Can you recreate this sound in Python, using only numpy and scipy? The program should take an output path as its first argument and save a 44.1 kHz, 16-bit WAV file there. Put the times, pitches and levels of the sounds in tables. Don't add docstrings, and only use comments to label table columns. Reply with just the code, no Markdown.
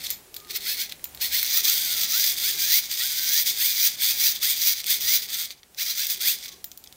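import sys
import numpy as np
from scipy import signal
from scipy.fft import rfft, irfft, next_fast_len
from scipy.io import wavfile
from scipy.ndimage import uniform_filter1d, map_coordinates

SR = 44100
rng = np.random.default_rng(int(sys.argv[2]) if len(sys.argv) > 2 else 0)


def materialize(psi):
    bounded = np.clip(np.atleast_2d(psi).T, -1, 1)
    quanta = np.round(bounded * 32767).astype(np.int16)
    wavfile.write(sys.argv[1], SR, quanta)


def volts(x):
    e = np.asarray(x, float) / 20
    return 10 ** e


N = 306936

# pitch_hz, level_db
AIR_COLOUR = [(15, -46), (25, -4), (97, -4), (141, -2), (293, -4), (463, -8), (531, -5.5), (677, -7),
              (775, -5), (962, -10), (1040, -10), (1440, -11.5), (16000, -12.5)]
# time_s, level_db
AIR_LEVEL = [(0, -47), (.3, -51.5), (.5, -50), (1.65, -48), (2.44, -47), (3.3, -50.5), (4.27, -49),
             (4.8, -53), (5.1, -49.5), (5.6, -56), (6.22, -53), (6.96, -53.5)]
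# centre_s, half_length_s, level_db
RUMBLE_SWELLS = [(.09, .1, -60), (.42, .1, -66), (1.15, 0.53, -63.5), (4.5, 0.24, -72), (5.094, .1, -59),
                 (6.495, 0.11, -78)]
# centre_s, half_length_s, level_db
HUM_SWELLS = [(0.517, 0.33, -56.5), (1.673, .12, -59), (2.48, 0.23, -61), (3.53, 0.18, -64),
              (4.5, 0.19, -77), (5.104, 0.21, -60.5), (6.238, 0.18, -62), (6.559, 0.074, -63)]
# centre_s, half_length_s, pitch_hz, level_db
FAR_TONES = [(.45, 0.12, 1220, -54), (6.519, 0.048, 1110, -58)]
# time_s, clatter_db
EFFORT_STROKES = [
    [(0.0, -42), (0.028, -42), (0.044, -31.5), (0.09, -43), (0.11, -30), (0.122, -38.5), (0.22, -67)],
    [(0.32, -68), (0.338, -61), (0.368, -49), (0.38, -57), (0.468, -64), (0.51, -32), (0.524, -43),
     (0.564, -29), (0.6, -50)],
    [(0.6, -42.5), (0.69, -28.5), (0.728, -31), (0.764, -39), (0.77, -35)],
    [(0.77, -35), (0.82, -28.5), (0.888, -51), (0.898, -36), (0.906, -50), (0.924, -41), (0.934, -58),
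     (0.96, -60)],
    [(1.18, -52), (1.182, -68), (1.218, -26.5), (1.244, -27.5), (1.296, -37), (1.342, -26), (1.486, -30),
     (1.586, -23.5), (1.62, -32.5)],
    [(1.62, -29), (1.626, -34.5), (1.648, -24.5), (1.678, -22), (1.826, -29.5), (1.93, -27.5),
     (1.942, -30.5), (2.032, -25), (2.08, -34)],
    [(2.08, -31.5), (2.138, -25), (2.282, -24.5), (2.344, -30.5), (2.354, -38), (2.384, -28.5),
     (2.392, -31), (2.48, -25.5), (2.56, -33.5)],
    [(2.56, -35), (2.568, -34), (2.622, -24.5), (2.656, -28), (2.75, -21), (2.792, -26), (2.812, -36.5),
     (2.866, -35), (2.88, -38)],
    [(2.88, -44), (2.912, -29), (2.97, -31.5), (3.02, -27.5), (3.098, -30.5), (3.252, -28), (3.386, -23),
     (3.434, -30), (3.44, -44)],
    [(3.44, -40), (3.478, -20.5), (3.552, -36), (3.608, -25.5), (3.666, -25.5), (3.738, -29.5),
     (3.87, -21.5), (3.884, -29), (3.96, -39)],
    [(3.96, -46.5), (4.024, -24.5), (4.102, -25), (4.154, -33), (4.24, -22), (4.284, -23.5), (4.344, -36),
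     (4.358, -25.5), (4.4, -49.5)],
    [(4.4, -44), (4.43, -25), (4.514, -25.5), (4.552, -33), (4.678, -22), (4.726, -27.5), (4.748, -35.5),
     (4.804, -31.5), (4.83, -48)],
    [(4.83, -44.5), (4.906, -23), (4.95, -26.5), (5.0, -40), (5.008, -30.5), (5.154, -21.5), (5.212, -38),
     (5.224, -32.5), (5.27, -39.5)],
    [(5.27, -48), (5.284, -43), (5.302, -32.5), (5.404, -30), (5.448, -33), (5.492, -50), (5.512, -37),
     (5.554, -65), (5.6, -58)],
    [(5.76, -68), (5.774, -43), (5.788, -31.5), (5.828, -28.5), (5.848, -34), (5.902, -27.5), (5.95, -38.5)],
    [(5.95, -35), (5.996, -27), (6.086, -36), (6.106, -27.5), (6.138, -31), (6.166, -42), (6.18, -34)],
    [(6.18, -40), (6.188, -47), (6.212, -29), (6.23, -30), (6.278, -24), (6.314, -26.5), (6.368, -41),
     (6.39, -37.5)],
    [(6.39, -44), (6.4, -44), (6.46, -36.5), (6.474, -46), (6.486, -39.5), (6.508, -52), (6.532, -44.5),
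     (6.554, -56), (6.62, -64.5)],
]
# time_s, mesh_hz
MESH_STROKES = [
    [(.53, 1272), (.554, 1276), (.572, 1417), (.6, 1334)],
    [(.65, 1291), (.664, 1350), (.686, 1662), (.724, 1753), (.77, 1695)],
    [(.78, 1422), (.798, 1430), (.814, 1543), (.86, 1702)],
    [(1.2, 1349), (1.214, 1635), (1.238, 1904), (1.28, 2020)],
    [(1.31, 1596), (1.324, 1593), (1.362, 2138), (1.38, 2150)],
    [(1.53, 1134), (1.576, 1291), (1.61, 1224)],
    [(1.66, 1144), (1.698, 1346), (1.774, 1579), (1.848, 1548), (1.89, 1404), (1.928, 1480), (1.976, 1310),
     (2.08, 1338)],
    [(2.12, 1213), (2.176, 1559), (2.208, 1640), (2.27, 1772), (2.29, 1916)],
    [(2.42, 1340), (2.452, 1481), (2.498, 1807), (2.52, 1814)],
    [(2.56, 1650), (2.6, 1553), (2.702, 1752), (2.722, 1856), (2.764, 2233), (2.82, 2310)],
    [(3.0, 1229), (3.036, 1463), (3.06, 1640), (3.124, 1463), (3.16, 1558), (3.278, 1542), (3.348, 1739),
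     (3.398, 1982), (3.43, 1942)],
    [(3.57, 1558), (3.598, 1649), (3.668, 2333), (3.702, 2445), (3.782, 2216), (3.87, 2602)],
    [(3.99, 1476), (4.012, 1555), (4.092, 2478), (4.118, 2608), (4.204, 2168), (4.234, 2299), (4.31, 3095)],
    [(4.42, 1134), (4.472, 2002), (4.524, 2454), (4.606, 2147), (4.636, 2127), (4.716, 2872), (4.73, 2890)],
    [(4.87, 1315), (4.918, 2057), (4.962, 2245), (5.034, 1851), (5.078, 1916), (5.142, 2357), (5.16, 2323)],
    [(5.215, 2110), (5.255, 1912)],
    [(5.29, 1220), (5.322, 1324), (5.412, 1423), (5.45, 1407)],
    [(5.78, 1475), (5.804, 1967), (5.828, 2423), (5.85, 2423)],
    [(5.87, 1271), (5.896, 1338), (5.92, 1462)],
    [(5.97, 1275), (6.002, 1544), (6.02, 1736), (6.04, 1796), (6.088, 1638), (6.15, 1812)],
    [(6.2, 1266), (6.216, 1395), (6.248, 1727), (6.3, 2760), (6.34, 2952)],
]
# centre_s, half_length_s, lift_db
TREBLE_FLARES = [(.57, .03, 4), (0.73, 0.025, 3), (.81, .03, 0.5), (1.223, 0.026, 1), (1.551, 0.041, 4),
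                 (2.794, 0.026, 3.5), (3.429, 0.026, 6), (3.668, 0.034, 3), (3.88, .025, 1), (4.3, .03, 0),
                 (4.719, .025, 0), (5.161, 0.025, 0.5), (6.11, 0.031, 3.5), (6.309, 0.024, 2)]
# pitch_hz, gain_db
SHELL_COLOUR = [(500, -27.5), (900, -26.5), (1500, -15), (2800, -15), (3500, -4), (5000, 1), (7500, -7.5),
                (9700, -6), (13500, 2), (15000, 11.5), (16000, -5.5)]
# pitch_hz, width_hz, handle_near_db, handle_away_db, first_grip_db
SHELL_RINGS = [(2150, 940, 15, 15, 17.5), (3450, 750, 7.5, 4, 2), (4050, 110, -3.8, 9.5, 3),
               (4390, 150, 2.5, -5.5, 11.5), (4743, 450, 4, 6, -6), (5560, 250, -6, 1.8, -5),
               (5900, 350, 2, 9.5, -1), (6380, 275, 6.5, 7, -2), (6930, 320, 4.5, 5, -6),
               (7400, 210, 2, 1, -1), (8420, 380, 9, -1.5, -3.5), (10170, 460, 0.5, 4.5, -2),
               (10790, 240, 9, -1, 11), (12150, 720, 10.5, 4, 9), (13600, 600, 9, 7, 7),
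               (15500, 1200, 1, 8, 4.5)]
HANDLE_NEAREST = [0.03, .62, 1.16, 1.85, 2.45, 3.03, 3.62, 4.02, 4.5, 4.89, 5.38, 6.3, 6.9]
# pitch_hz, t60_s
ROOM_DECAY = [(1000, 0.37), (4000, 0.15), (15000, 0.043)]
# start_s, level_db, treble_db (re level), dull_db (re level)
LOUD_TICKS = [(0.0413, -29, -7, -22), (0.047, -28, -6, -19), (0.055, -23, -10, -20), (0.06, -21, -9, -20),
              (0.0637, -17, -10, -27), (0.0676, -13.5, -8, -21), (0.0944, -23, -5, -21),
              (0.1036, -14, 12, -28), (0.1097, -19.5, 8, -33), (0.3424, -23, 4, -17), (0.3476, -34, 9, -22),
              (0.3652, -17.5, 3, -14), (0.4018, -30, -14, -18), (0.448, -31, -12, -20),
              (0.4713, -33, -3, -10), (0.8949, -25, -15, -18.5), (0.9156, -32, -8, 1),
              (0.9227, -16.5, -6, -6.5), (0.9953, -42, -5, 6), (1.042, -17.5, 11.5, -30),
              (1.055, -27, -20, -4), (1.1478, -30, 10.5, -4), (1.1743, -27, -24, -3.5),
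              (1.4291, -13, 10, -10), (1.4634, -11, -1, -22), (2.9135, -14, -11, -33),
              (3.4519, -21, -7, -25), (4.8422, -15, -5, -23), (4.8666, -17, 6, -25),
              (5.5058, -21.5, -13, -5), (5.632, -36, -20, 1.5), (5.7467, -33.5, -7, -9),
              (6.0042, -14, 6, -22), (6.0471, -16, 3, -17), (6.0683, -14, 7.5, -21), (6.1005, -15, 5, -16),
              (6.4553, -33, -9, -14), (6.481, -24, -8, -8), (6.6427, -23, 13.5, -5), (6.7162, -26, 1, -11),
              (6.775, -30, 10.5, -26), (6.84, -29.5, 3, -27), (6.861, -41, -15, 4), (6.8739, -29, -20, -22),
              (6.9257, -33, 0, -11)]
# pitch_hz, width_hz, level_db (re the tick's listed treble), t60_s
RING_SHIVER = [(7100, 600, -39, .2), (13800, 900, -31, .19)]
# tooth_load_db, half_order_buzz_db
PINION_LOADS = [(1, -3), (0, 0), (2, 2), (2, 1), (1, 0), (-4, -8), (1, -7), (0, -9), (1, -6), (3, -4),
                (1, -1), (0, -8), (-2, -9), (-2, -9), (-1, -8), (2, -4), (-3, -9), (2, -1), (0, 0),
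                (-2, -1), (-1, -4)]
# multiple, level_db
MESH_ORDERS = [(1, 0), (2, -7), (3, -12)]
# multiple, level_db
BUZZ_ORDERS = [(.5, -3), (1.5, 0), (2.5, -1), (3, -2), (3.5, -2), (4, -3), (4.5, -4)]
# pitch_hz, level_db (re clatter)
SHELL_SINGS = [(600, -36), (1300, -25), (1600, -19), (2100, -12), (2500, -12), (2900, -15), (3500, -9),
               (5000, -10), (9000, -22)]


def seconds():
    return np.arange(N) / SR


def unit(x):
    return x / np.sqrt(np.mean(x ** 2) + 1e-20)


def along(points, hz):
    f, v = np.transpose(points)
    return np.interp(np.log(hz + 1), np.log(f + 1), v)


def curves(rows, outside=None):
    s, *cols = np.transpose(rows)
    return np.array([np.interp(seconds(), s, c, outside, outside) for c in cols])


def wobble(rate):
    knots = rng.standard_normal(int(N * rate / SR) + 4)
    return map_coordinates(knots, [np.arange(N) * rate / SR])


def swell(s, half_s):
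    return np.exp(-2 * ((seconds() - s) / half_s) ** 2)


def swells(rows):
    return sum(volts(db) * swell(s, half_s) for s, half_s, db in rows)


def band(lo_hz, hi_hz):
    sos = signal.butter(2, [lo_hz, hi_hz], "band", fs=SR, output="sos")
    return unit(signal.sosfilt(sos, rng.standard_normal(N)))


def filtered(x, gain_db):
    m = next_fast_len(N + 8192)
    gain = volts(gain_db(np.fft.rfftfreq(m, 1 / SR)))
    cepstrum = irfft(np.log(gain + 1e-6), m)
    cepstrum[..., 1:m // 2] *= 2
    cepstrum[..., m // 2 + 1:] = 0
    return irfft(rfft(x, m) * np.exp(rfft(cepstrum)), m)[..., :N]


def dying(x, t60):
    keep = volts(-60 / (t60 * SR))
    return signal.lfilter([1], [1, -keep], x)


def air():
    noise = filtered(rng.standard_normal(N), lambda hz: along(AIR_COLOUR, hz))
    murmur = unit(noise) * volts(curves(AIR_LEVEL)[0] + 1.1 * wobble(5))
    rumble = volts(-71.5) + swells(RUMBLE_SWELLS)
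    hum = volts(-74.5) + swells(HUM_SWELLS)
    thin = np.zeros(N)
    for s, half_s, hz, db in FAR_TONES:
        level = volts(db + 1.7 * wobble(33)) * swell(s, half_s)
        thin += level * np.sin(2 * np.pi * hz * seconds() + 2.4 * wobble(30))
    return murmur + rumble * band(60, 75) + hum * band(362, 428) + thin


def mesh_hz():
    slack_hz, slack_s = 754, .05
    starts = [stroke[0][0] for stroke in MESH_STROKES]
    ends = [stroke[-1][0] for stroke in MESH_STROKES]
    gaps = zip([-1] + ends, starts + [N / SR + 1])
    pauses = [(a, b) for a, b in gaps if b - a > 2 * slack_s]
    coasting = [(s, slack_hz) for a, b in pauses for s in (a + slack_s, b - slack_s)]
    driven = [tuple(row) for stroke in MESH_STROKES for row in stroke]
    hz = curves(sorted(driven + coasting))[0]
    return uniform_filter1d(hz, 350) * (1 + .006 * wobble(60))


def effort(hz):
    full_db = -25
    clatter_db = np.max([curves(stroke, -120)[0] for stroke in EFFORT_STROKES], axis=0)
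    firm_db = np.clip(clatter_db - full_db, -25, 10)
    treble_db = 0.5 + 0.28 * firm_db + 1.5 * np.log2(hz / 1500)
    treble_db += sum(db * swell(s, half_s) for s, half_s, db in TREBLE_FLARES)
    hollow_db = -13 - 0.18 * firm_db
    return volts(clatter_db + np.array([0 * firm_db, treble_db, hollow_db]))


def shell_parts(force):
    def colour_db(hz):
        lift = sum(np.outer(db, 1 / (1 + (2 * (hz - c) / width) ** 2)) for c, width, *db in SHELL_RINGS)
        return along(SHELL_COLOUR, hz) + lift

    def split(kind, edges_hz):
        return signal.sosfilt(signal.butter(4, edges_hz, kind, fs=SR, output="sos"), sound)

    near, away, first = filtered(force, colour_db)
    turn = np.interp(seconds(), HANDLE_NEAREST, np.arange(len(HANDLE_NEAREST)))
    nearness = np.clip(.5 + 0.42 * np.cos(2 * np.pi * turn), 0, 1)
    settled = np.clip((seconds() - 1.388) / 0.13, .25, 1)
    sound = settled * (nearness * near + (1 - nearness) * away) + (1 - settled) * first
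    low = split("low", 2950)
    high = split("high", 9000)
    mid = split("band", [2950, 9000])
    return np.array([mid, high, low])


def gears(hz, turns):
    teeth_ratio = 3
    jitter, scatter_db = .06, 2.2
    clack_t60, rise_t60 = .005, .0015
    due = np.flatnonzero(np.diff(np.floor(turns / teeth_ratio)))
    luck = rng.standard_normal((N // 20, 2))[:len(due)]
    at = np.clip(due + jitter * luck[:, 0] * np.gradient(due), 0, N - 1).astype(int)
    blows = np.bincount(at, volts(scatter_db * luck[:, 1]), N)
    blows = blows * volts(1.5 * wobble(45))
    rattle = dying(dying(blows, clack_t60), rise_t60) * rng.standard_normal(N)
    clack = unit(rattle) + volts(-9) * unit(blows)
    beating = 1 + 0.97 * np.cos(2 * np.pi * turns)
    grind = beating * volts(0.94 * wobble(37)) * rng.standard_normal(N)
    force = clack + volts(-6) * unit(grind * np.gradient(turns) ** 0.08)
    force /= np.sqrt(np.abs(uniform_filter1d(force ** 2, 2600))) + 0.0061
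    parts = [part / np.sqrt(uniform_filter1d(part ** 2, 9000) + 1e-12) for part in shell_parts(force)]
    return (effort(hz) * parts).sum(0)


def room(x):
    hz, t, z = signal.stft(rng.standard_normal(SR // 2), SR, nperseg=256)
    fade = volts(-60 * t / along(ROOM_DECAY, hz)[:, None])
    tail = signal.istft(z * fade, SR, nperseg=256)[1]
    late = np.pad(x, (300, 0))
    return signal.fftconvolve(late, tail / np.linalg.norm(tail))[:N]


def ticks():
    t60, rise_t60 = .007, .001
    echo_s, echo_db = 0.004, -9
    s, peak_db, treble_db, dull_db = np.transpose(LOUD_TICKS)
    at = np.round(s * SR).astype(int)
    grains = shell_parts(rng.standard_normal(N))
    levels_db = [peak_db - 5.5, peak_db + treble_db - 7, peak_db + dull_db - 5.0]
    sound = np.zeros(N)
    for grain, db in zip(grains, levels_db):
        blows = np.bincount(at, volts(db), N)
        blows = blows + volts(echo_db) * np.roll(blows, round(echo_s * SR))
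        envelope = (1 - volts(-60 / (rise_t60 * SR))) * dying(dying(blows, t60), rise_t60)
        sound += envelope * unit(grain)
    return sound


def key_ring():
    s, peak_db, treble_db, _ = np.transpose(LOUD_TICKS)
    blows = np.bincount(np.round(s * SR).astype(int), volts(peak_db + treble_db), N)
    sound = np.zeros(N)
    for hz, width, db, t60 in RING_SHIVER:
        sound += volts(db) * dying(blows, t60) * band(hz - width / 2, hz + width / 2)
    return sound


def whine(hz, turns):
    t = seconds()
    load, buzz = np.zeros(N), np.zeros(N)
    for stroke, (load_db, buzz_db) in zip(MESH_STROKES, PINION_LOADS):
        start, end = stroke[0][0], stroke[-1][0]
        loaded = (t >= start) & (t < end)
        load += volts(load_db) * loaded
        buzz += volts(buzz_db - 45 * np.abs(t - start)) * loaded
    speeding = np.clip(uniform_filter1d(np.gradient(np.log(hz)) * SR, 1300), 0, 7)
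    load = load * volts(-6 * np.log2(hz / 1500) + .8 * speeding + 2 * wobble(20))
    buzz = buzz * volts(.6 * speeding + 2 * wobble(25))

    def tone(k, slip=0):
        level = volts(along(SHELL_SINGS, k * hz) + 2 * wobble(50))
        return level * np.sin(2 * np.pi * k * turns + slip)

    orders = sum(volts(db) * tone(k) for k, db in MESH_ORDERS)
    slip = .13 * wobble(120)
    halves = sum(volts(db + 3.5 * wobble(45)) * tone(k, 2 * k * slip) for k, db in BUZZ_ORDERS)
    clatter = effort(hz)[0]
    return uniform_filter1d(load * clatter, 700) * orders + uniform_filter1d(buzz * clatter, 700) * halves


def scene():
    hz = mesh_hz()
    turns = np.cumsum(hz) / SR
    torch = gears(hz, turns) + whine(hz, turns) + ticks() + key_ring()
    return (torch + volts(-16.0) * room(torch) + air())[None]


def roll_off(x):
    return signal.sosfilt(signal.butter(12, 16820, fs=SR, output="sos"), x)


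def record(dry):
    lowpass = signal.ellip(10, .5, 45, 15780, fs=SR, output="sos")
    mix = signal.sosfilt(lowpass, dry)
    return roll_off(mix)


dry = scene()
out = record(dry)
materialize(out)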